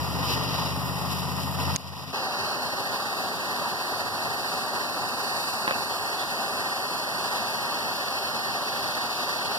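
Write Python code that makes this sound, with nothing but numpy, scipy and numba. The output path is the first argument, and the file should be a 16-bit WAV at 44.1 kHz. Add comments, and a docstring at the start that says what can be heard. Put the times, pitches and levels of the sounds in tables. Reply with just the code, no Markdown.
"""Gas torch on a steel pipe

A gas torch roars and hisses over an open engine bay, close to a hand-held phone with a port at each end.
At first an engine gathers speed some way off; a sharp click beside the phone makes the limiter duck.
After a quick cross-fade the flame burns closer and steadily, and a solder wire taps and scrapes the pipe.
Gas is shaped noise, exhaust a sum of harmonics, clicks damped sines, and the pipe a set of struck modes."""
import sys
import numpy as np
from scipy import signal
from scipy.fft import rfft, irfft
from scipy.io import wavfile
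from scipy.ndimage import uniform_filter1d, minimum_filter1d, map_coordinates
from numba import njit

SR = 44100
rng = np.random.default_rng(int(sys.argv[2]) if len(sys.argv) > 2 else 0)


def put_to_file(sound):
    """Save the sound as 16-bit audio at rate SR, in the file named by the first command-line argument."""
    columns = np.atleast_2d(sound).T  # one column per channel
    safe = np.clip(columns, -1, 1)
    whole_steps = np.round(safe * 32767)
    wavfile.write(sys.argv[1], SR, whole_steps.astype(np.int16))


N = 422478
T = np.arange(N) / SR  # time in s
F = np.maximum(np.fft.rfftfreq(N, 1 / SR), 1)  # frequency in Hz
CUT_S = 2.13  # middle of the cross-fade from the wide to the close position
PORT_NULL_HZ = 2163.5  # sound needs one period of this to travel from port to port
ROAR_TOP_HZ, HISS_TOP_HZ = 2150, 6500  # roar lies below, hiss between, sizzle above


def undb(db):
    """Level law: decibels to amplitude gain."""
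    return 10 ** (np.asarray(db) / 20)


def rms(x):
    """Effective value: root mean square."""
    return np.sqrt(np.mean(x ** 2))


def curves(table):
    """Linear interpolation: the columns of a time table at every sample."""
    s, *columns = np.transpose(table)
    return [np.interp(T, s, column) for column in columns]


def colours(table):
    """Interpolation over log frequency: the columns of a frequency table at every bin."""
    hz, *columns = np.transpose(table)
    return [np.interp(np.log(F), np.log(hz), column) for column in columns]


def white():
    """White noise: a fresh spectrum with equal power at every frequency on average."""
    return rfft(rng.standard_normal(N))


def walk(rate_hz):
    """Low-passed noise: a smooth random course with rms 1 that moves about rate_hz times a second."""
    x = irfft(white() / (1 + (F / rate_hz) ** 4), N)
    return x / rms(x)


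def resonance(hz, width_hz):
    """Damped resonance: the response of one mode, gain 1 at its centre."""
    return 1 / (1 + 1j * (F / hz - hz / F) * hz / width_hz)


@njit
def band_pass(x, hz, width_hz):
    """State-variable filter: a band-pass whose centre may move, gain 1 there."""
    y, band, low = np.empty(len(x)), 0., 0.
    for i in range(len(x)):
        g = np.tan(np.pi * hz[i] / SR)
        damping = width_hz / hz[i]
        v = (band + g * (x[i] - low)) / (1 + g * (g + damping))
        band = 2 * v - band
        low = low + 2 * g * v
        y[i] = damping * v
    return y


def lift(x, hz, width_hz, db):
    """Peaking equalisation: raises or hollows one band; its centre and depth may move."""
    return x + (undb(db) - 1) * band_pass(x, hz + np.zeros(N), float(width_hz))


def swells(table):
    """Narrow-band noise: resonated noise bands under bell-shaped envelopes."""
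    out = np.zeros(N)
    for s, db, half_length, hz, width in table:
        band = irfft(white() * resonance(hz, width) ** 2, N)
        out += undb(db) * band / rms(band) * np.exp(-((T - s) / half_length) ** 2)
    return out


def turbulence(colour, reach_hz, depth, notch_width=0.6):
    """Partial coherence: gas noise at two spaced ports, with alternate mid and side notches up to reach_hz."""
    mid_db, side_db, lean, lead = colours(colour)
    shared = lean + 1j * lead
    shared = shared / np.maximum(abs(shared) / .98, 1)  # coherence stays below 1
    mid = white()
    side = shared * mid + np.sqrt(1 - abs(shared) ** 2) * white()
    angle = np.pi * F / PORT_NULL_HZ
    cut = min(depth, 1) * np.exp(-(F / reach_hz) ** 8)
    mid_notch = 1 - cut * np.exp(-(np.sin(angle) / notch_width) ** 2) * (angle > np.pi / 2)
    side_notch = 1 - cut * np.exp(-(np.cos(angle) / notch_width) ** 2)
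    return np.array([mid * mid_notch * undb(mid_db), side * side_notch * undb(side_db)])


def part(gas, lo_hz, hi_hz):
    """Band splitting: left and right of one range of the gas noise, relative to the body of the roar."""
    mid, side = irfft(gas * (F >= lo_hz) * (F < hi_hz), N)
    body = irfft(gas[0] * (F > 350) * (F < ROAR_TOP_HZ), N)
    return np.array([mid + side, mid - side]) / rms(body)


def torch(flame, colour, hollows, reach_hz, notch_depth, flutter_db, sputter_db, grain_db):
    """Turbulent combustion: the roar flutters; hiss and sizzle share half of it, with sputter and fine grain."""
    roar_db, hiss_db, sizzle_db = flame
    gas = turbulence(colour, reach_hz, notch_depth)
    for hz, width, db in hollows:
        gas = gas * (1 + (undb(db) - 1) * resonance(hz, width))
    roar = part(gas, 0, ROAR_TOP_HZ)
    hiss = part(gas, ROAR_TOP_HZ, HISS_TOP_HZ)
    sizzle = part(gas, HISS_TOP_HZ, SR / 2)
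    flutter = flutter_db * walk(33.0)
    jet_db = flutter / 2 + sputter_db * walk(24.0) + grain_db * walk(236)
    return roar * undb(roar_db + flutter) + hiss * undb(hiss_db + jet_db) + sizzle * undb(sizzle_db + jet_db)


def thinning(x, hz, width_hz, start_db, fall_db_per_s):
    """Spectral tilt in time: the low body of the roar thins out as the flame settles on the pipe."""
    return np.array([lift(port, hz, width_hz, start_db - fall_db_per_s * T) for port in x])


# How squarely the hand-held flame meets the pipe: time_s, hiss_lift_db
AIM_LIFT = [(0, 2), (.1, 0.5), (.19, 2.5), (.46, 5.5), (.6, 6), (.69, 3.5), (.78, 0), (1.3, 1), (1.51, -2),
            (1.6, 2), (1.74, 3.5)]


def wandering_flame():
    """Impingement: roar, hiss and sizzle levels in dB grow as the flame meets the pipe more squarely."""
    base_db = np.array([[-35], [-34.5], [-34.5]])
    aim_db, = curves(AIM_LIFT)
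    shares = [0.6, 1, 0.19]  # of the hiss lift, in roar, hiss and sizzle
    return base_db + np.outer(shares, aim_db) + surges()


def sway(x, lag_s, rate_hz=4.8):
    """Variable delay: the flame shifts before the phone, so the lag between ports and the notches wander."""
    shift = lag_s * SR * walk(rate_hz) / 2
    moved = [map_coordinates(port, [np.arange(N) + sign * shift], order=3, mode="mirror")
             for port, sign in zip(x, (1, -1))]
    return np.array(moved)


# Colour of the wide torch noise, its low and its high range:
# pitch_hz, relative_mid_db, relative_side_db, left_lean (-1..1), left_port_lead (-1..1)
WIDE_LOW_COLOUR = [(40, -24.0, -13.0, 0, 0), (126, -7, -14, 0.3, -0.65), (330, -8, -10.5, 0.35, -0.29),
                   (594, -6.5, -11, 0.18, -0.46), (1010, -0.5, 1, 0.65, -0.13),
                   (1500, -13.5, -10, -1.0, 0.23), (1650, -17.5, -16, 0.069, 0.86),
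                   (1900, -7, -6, 0.035, 0.79)]
WIDE_HIGH_COLOUR = [(2180, -13, -18.0, 0.2, 0.06), (2800, -11.5, -11.5, 0.95, 0.14),
                    (3400, -18, -13, -0.34, -0.12), (3900, -18.5, -9.5, 0.21, -0.74),
                    (4300, -8, -16.5, -0.25, 0.38), (5200, -10, -12, -0.013, 0.0095),
                    (6430, -28, -24.5, -0.22, -0.1), (7400, -21.5, -15, 0.22, -0.05),
                    (8440, -31, -32, -0.02, 0.18), (9000, -21.5, -16, 0.42, -0.21),
                    (10500, -23.0, -22, -0.2, -0.06), (12500, -23.5, -25.5, -0.42, 0.08),
                    (15200, -29.5, -27.0, -0.31, -0.04)]
# Hollows of burner tube and engine bay that the gas noise rings: pitch_hz, width_hz, lift_db
WIDE_HOLLOWS = [(268, 9, 10), (1040, 110, 0.5), (1240, 99, 4.5), (1890, 74, 3.5)]


def wide_torch():
    """Cavity-coloured jet noise: the torch from the wide position, its aim wandering."""
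    colour = list(WIDE_LOW_COLOUR) + list(WIDE_HIGH_COLOUR)
    gas = torch(wandering_flame(), colour, WIDE_HOLLOWS, reach_hz=11400, notch_depth=1.0,
                flutter_db=1.23, sputter_db=0.8, grain_db=0.6)
    return thinning(sway(gas, lag_s=0.000005), hz=368, width_hz=150, start_db=1.0, fall_db_per_s=2.0)


# Exhaust lines: cycle_rate_multiple, relative_db, left_minus_right_db, left_port_lead_rad
EXHAUST_LINES = [(5, -4, 3, -1.94), (6, -26, -4, -1.5), (7, -12, -5, -1.2), (8, -4, 5.5, -0.81),
                 (9, -17, 3, 0.15), (10, -10, 8, -0.31), (11, -4.5, 3, -1.3), (13, -21, -1, -0.19),
                 (15, -18, 12, -0.88), (16, -22, -3, -0.21)]
# The engine's speed creeps up: time_s, cycle_rate_hz
CYCLE_RATE = [(0, 15.7), (.38, 15.72), (.68, 16.18), (.98, 16.65), (1.28, 16.72), (1.72, 17.23),
              (2.1, 17.23)]
# Swell of the lowest exhaust line: time_s, lift_db
LOWEST_LINE_SWELL = [(0, 4.5), (.45, 0), (.95, -1), (1.1, 2), (1.74, 4.5), (2.1, 2)]


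def engine(waver_db, wander):
    """Harmonic series: an uneven exhaust note climbs slowly; only its low lines carry this far."""
    (hz,), (swell_db,) = curves(CYCLE_RATE), curves(LOWEST_LINE_SWELL)
    turn = 2 * np.pi * np.cumsum(hz * (1 + wander * walk(8.3))) / SR
    sides = np.array([[.5], [-.5]])
    out = 0
    for row, (order, db, pan_db, lead) in enumerate(EXHAUST_LINES):
        phase = round(order) * turn + rng.uniform(0, 2 * np.pi)
        line_db = db + swell_db * (row == 0) + waver_db * walk(8.9)
        out = out + undb(line_db + sides * pan_db) * np.sin(phase + sides * lead)
    start_db, db_per_hz = -34.5, 0.3  # louder when faster
    return np.sqrt(2) * out * undb(start_db + db_per_hz * (hz - hz[0]))


# Brief surges and dips of roar and hiss: peak_s, hiss_lift_db, roar_lift_db, half_length_s
BRIEF_SURGES = [(0.298, 6, 1.5, 0.052), (1.116, 7, 1.5, 0.023), (1.2, 3, -1.5, 0.014),
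                (1.399, 4, 3.5, 0.015), (1.428, 5, -2, 0.016), (1.6, 0.5, 2, 0.035),
                (1.705, -1, 0.5, 0.025), (2.27, 2.2, -0.1, 0.61), (2.45, 1, 0, 0.012),
                (3.928, 0, 4, 0.0089), (4.5, 1, 0.1, 0.13), (5.381, 1.5, -0.1, 0.25),
                (7.26, 1.5, 1.5, 0.04), (8.977, 1, 2, 0.012)]


def surges():
    """Amplitude modulation: lift of roar, hiss and sizzle in dB, each surge or dip coming and going smoothly."""
    out = np.zeros((3, N))
    for s, hiss_db, roar_db, half_length in BRIEF_SURGES:
        swell = np.exp(-((T - s) / half_length) ** 2)
        out += np.outer([roar_db, hiss_db, 0.82 * hiss_db], swell)
    return out


# Clicks beside the right port, before the limiter: start_s, envelope_peak_db, pitch_hz, t60_s
NEAR_CLICKS = [(1.7616, 16, 6550, 0.0014), (1.766, 11, 5200, 0.00067)]


def clicks(shadow_db=-7):
    """Damped oscillation: hard, dead clicks reach the right port first and the left one shadowed."""
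    out = np.zeros((2, N))
    delay_s = np.array([[1 / PORT_NULL_HZ], [0]])
    for s, db, hz, t60 in NEAR_CLICKS:
        age = np.maximum(T - s - delay_s, 0)
        out += undb(db - 60 * np.minimum(age / t60, 10)) * np.sin(2 * np.pi * hz * age)
    return out * undb([[shadow_db], [0]])


def limiter(x, ceiling_db, quick_share=0.38, quick_s=0.057, slow_s=6.7, ahead_s=0.001):
    """Gain reduction: turns down just ahead of a peak; part of the gain returns at once, the rest slowly."""
    ahead = max(int(ahead_s * SR), 1)
    peak = -minimum_filter1d(-abs(x).max(axis=0), 2 * ahead)
    log_excess = np.log(np.maximum(20 * np.log10(peak + 1e-9) - ceiling_db, 1e-9))
    # in the log domain a straight fall is an exponential release of the excess dB
    quick, slow = (np.exp(np.maximum.accumulate(log_excess + T / s) - T / s) for s in (quick_s, slow_s))
    held_db = quick_share * quick + (1 - quick_share) * slow
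    return x * undb(-.7 * uniform_filter1d(held_db, ahead))


def held_flame():
    """Steady combustion: roar, hiss and sizzle levels in dB, an even roar under slowly rising treble."""
    age = np.maximum(T - CUT_S, 0)
    settling_db = -4.5 * np.exp(-(age / 0.54) ** 2)  # the sizzle starts weak and settles
    drift_db = np.array([np.zeros(N), 0.43 * age, 0.12 * age + settling_db])  # rises in dB per s
    return -32 + drift_db + surges()


def glance(x, lag_s=0.000864, drift_s=0.00003, echo_db=-13, above_hz=3000, rate_hz=1.8):
    """Comb filtering: hiss glances off nearby metal; drifting hands move the lag, and ripples cross the treble."""
    treble = irfft(rfft(x) / (1 + (above_hz / F) ** 4), N)
    late = T - lag_s - drift_s * walk(rate_hz)
    return x + undb(echo_db) * np.array([np.interp(late, T, port) for port in treble])


# Colour of the close torch noise, low and high range, its middle nearly empty near 2.1 kHz:
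# pitch_hz, relative_mid_db, relative_side_db, left_lean (limited with the lead), left_port_lead (-1..1)
CLOSE_LOW_COLOUR = [(40, -31.5, -21, 0.19, -0.65), (99, -12.5, -6, 0.068, -0.79),
                    (236, -9, -12, 0.22, -0.79), (404, -9, -17, 0.43, -0.82), (768, 1.14, -8.5, 0.7, -0.24),
                    (1090, 0, -13, 0.0059, 0.12), (1440, -4.5, -2, -0.91, 0),
                    (1690, -5.5, -7.5, -1.34, 0.23), (1848, -7.5, 5.5, -0.55, -0.068),
                    (2070, -87, -23, 0.3, 0.071)]
CLOSE_HIGH_COLOUR = [(2530, -39.5, -10.5, 0.2, -0.27), (2587, -11.5, -3.5, 0.95, 0.26),
                     (3180, -15, -11, -0.42, -0.25), (3720, -14.5, -10, 0.67, -0.56),
                     (4430, -4.5, -4, -0.58, 0.2), (5145, -9.5, -19.5, 0, 0.49),
                     (6090, -22.5, -16, -0.6, -0.37), (6550, -32.5, -21.5, 0.46, 0.18),
                     (6960, -21, -21, 0.37, 0.29), (7600, -22.5, -20, -0.37, 0.1),
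                     (8200, -27.5, -18.5, -0.5, -0.34), (8800, -23, -28, -0.18, 0.097),
                     (9670, -20, -24, 0.16, -0.18), (10500, -24.5, -28, -0.069, 0.1),
                     (11900, -25.5, -25, 0.15, -0.1), (12650, -19, -22.5, -0.51, -0.44),
                     (13250, -26, -27, -0.74, 0.11), (13900, -26.5, -26, -0.55, 0.23),
                     (14550, -34.5, -33.5, -0.54, -0.05), (15300, -28, -27, -0.65, -0.07)]
# Hollows of burner tube and engine bay that colour the gas noise: pitch_hz, width_hz, lift_db
CLOSE_HOLLOWS = [(115.2, 22, 0), (241.5, 29, 4), (404, 46, 6), (464, 66, -3), (570, 120, 2),
                 (657, 37, -2.5), (778, 51, 2.3), (856, 43, -3), (1010, 130, 1.5), (1170, 21, 4)]


def close_torch():
    """Jet noise with a reflection: the torch held still in the close position."""
    colour = list(CLOSE_LOW_COLOUR) + list(CLOSE_HIGH_COLOUR)
    gas = torch(held_flame(), colour, CLOSE_HOLLOWS, reach_hz=5900, notch_depth=0.88,
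                flutter_db=0.92, sputter_db=0.59, grain_db=-0.05)
    return thinning(glance(gas), hz=190, width_hz=240, start_db=2.5, fall_db_per_s=0.32)


# Drifting hollow in the middle of the stereo image: time_s, pitch_hz, lift_db
DRIFTING_HOLLOW = [(2.15, 3900, -18), (2.25, 3500, -16), (2.42, 3540, -16), (2.85, 3400, -1.5),
                   (4.8, 3360, -4), (5.1, 3350, -10), (5.86, 3240, -13), (5.92, 3780, -4),
                   (6.05, 3830, -24), (6.2, 3900, 4), (6.7, 3900, -31), (7.35, 3900, -6), (7.8, 4010, -22),
                   (8.35, 3960, -13), (8.8, 4030, -4)]


def drifting_hollow(mid, width_hz=560):
    """Moving equalisation: a hollow of changing depth drifts through the hiss in the middle of the image."""
    hz, db = curves(DRIFTING_HOLLOW)
    for _ in range(2):  # two half-depth passes add up to the full depth
        mid = lift(mid, hz, width_hz, db / 2)
    return mid


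# How far the hand that feeds the wire is drawn back from the phone: time_s, distance (0-1)
HAND_DISTANCE = [(4.05, 0), (4.3, 0.3), (4.65, 0.7), (4.95, 0.2), (5.2, 0.5), (5.5, 0.8), (5.8, 0.6),
                 (6.05, 0.75), (6.25, 0.54), (7.25, 0.5), (8, 0)]
# Colour at the right port: pitch_hz, width_hz, hand_near_db, hand_away_db
RIGHT_PORT_COLOUR = [(3170, 200, 2, -2), (8700, 2800, -0.9, 5)]


def past_hand(x):
    """Acoustic shadowing: the hand, drawn back, uncovers the right port; a hollow drifts in the middle."""
    away, = curves(HAND_DISTANCE)
    mid, side = drifting_hollow(x.mean(axis=0)), (x[0] - x[1]) / 2
    left, right = mid + side, mid - side
    for centre_hz, width_hz, near_db, away_db in RIGHT_PORT_COLOUR:
        right = lift(right, centre_hz, width_hz, near_db + away * (away_db - near_db))
    return np.array([left, right])


# A faint low drone in the distance: peak_s, level_db, half_length_s, pitch_hz, width_hz
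DISTANT_DRONES = [(2.42, -52, 0.11, 101, 26), (4.15, -51, 0.2, 104.6, 16)]


def drones():
    """Narrow-band noise: a low drone swells faintly, alike at both ports."""
    return swells(DISTANT_DRONES)


# The wire taps the pipe: start_s, peak_db
WIRE_TAPS = [(5.6784, -5.5), (5.6795, -9.5), (5.6822, -18), (5.6852, -18), (5.6878, -13), (5.7099, -8.3),
             (5.7115, -15), (5.7146, -14), (5.723, -18)]
# What pipe and wire ring with: pitch_hz, width_hz, relative_db
RINGING_MODES = [(300, 80, 9), (566, 85, 16), (1040, 320, 12.5), (1390, 530, 4), (1770, 220, 3),
                 (2600, 290, -10), (3700, 360, -16)]
# Short spits of solder in the flame: peak_s, level_db, half_length_s, pitch_hz, width_hz
SOLDER_SPITS = [(5.722, -34.5, 0.035, 2660, 350), (6.208, -39, 0.022, 3500, 300)]


def wire(lag_s=0.000243, contact_hz=3900, slip_db=-27, slips_per_s=420, scatter_db=2.0):
    """Modal excitation and stick-slip: taps and fine ticks ring the pipe, solder spits; the left port lags."""
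    ring = sum(undb(db) * resonance(hz, width) for hz, width, db in RINGING_MODES)
    ring = ring / (1 + (F / contact_hz) ** 8)  # soft solder cannot strike sharply
    ring = ring / abs(irfft(ring, N)).max()
    blows = sum(undb(db) * np.exp(-2j * np.pi * F * s) for s, db in WIRE_TAPS)
    touching = (T > 5.67) & (T < 5.732)  # the wire slides on the pipe
    struck = rng.random(N) < slips_per_s / SR
    slips = touching * struck * undb(slip_db + scatter_db * rng.standard_normal(N))
    right = irfft(ring * (blows + rfft(slips)), N) + swells(SOLDER_SPITS)
    return np.array([np.interp(T - lag_s, T, right), right])


def scene():
    """Superposition: the sources of the wide position, cross-faded quickly to those of the close one."""
    wide = wide_torch() + engine(waver_db=1.6, wander=0.0004) + clicks()
    before = limiter(wide, ceiling_db=-8.5)
    after = past_hand(close_torch()) + wire() + drones()
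    fade = np.clip((T - CUT_S) / 0.014 + .5, 0, 1)
    return before * (1 - fade) + after * fade


def record(dry):
    """Band limiting: the phone cuts the top above 15.5 kHz with a steep elliptic low-pass."""
    low_pass = signal.ellip(10, .2, 70, 15500, fs=SR, output="sos")
    return signal.sosfilt(low_pass, dry)


dry = scene()
out = record(dry)
put_to_file(out)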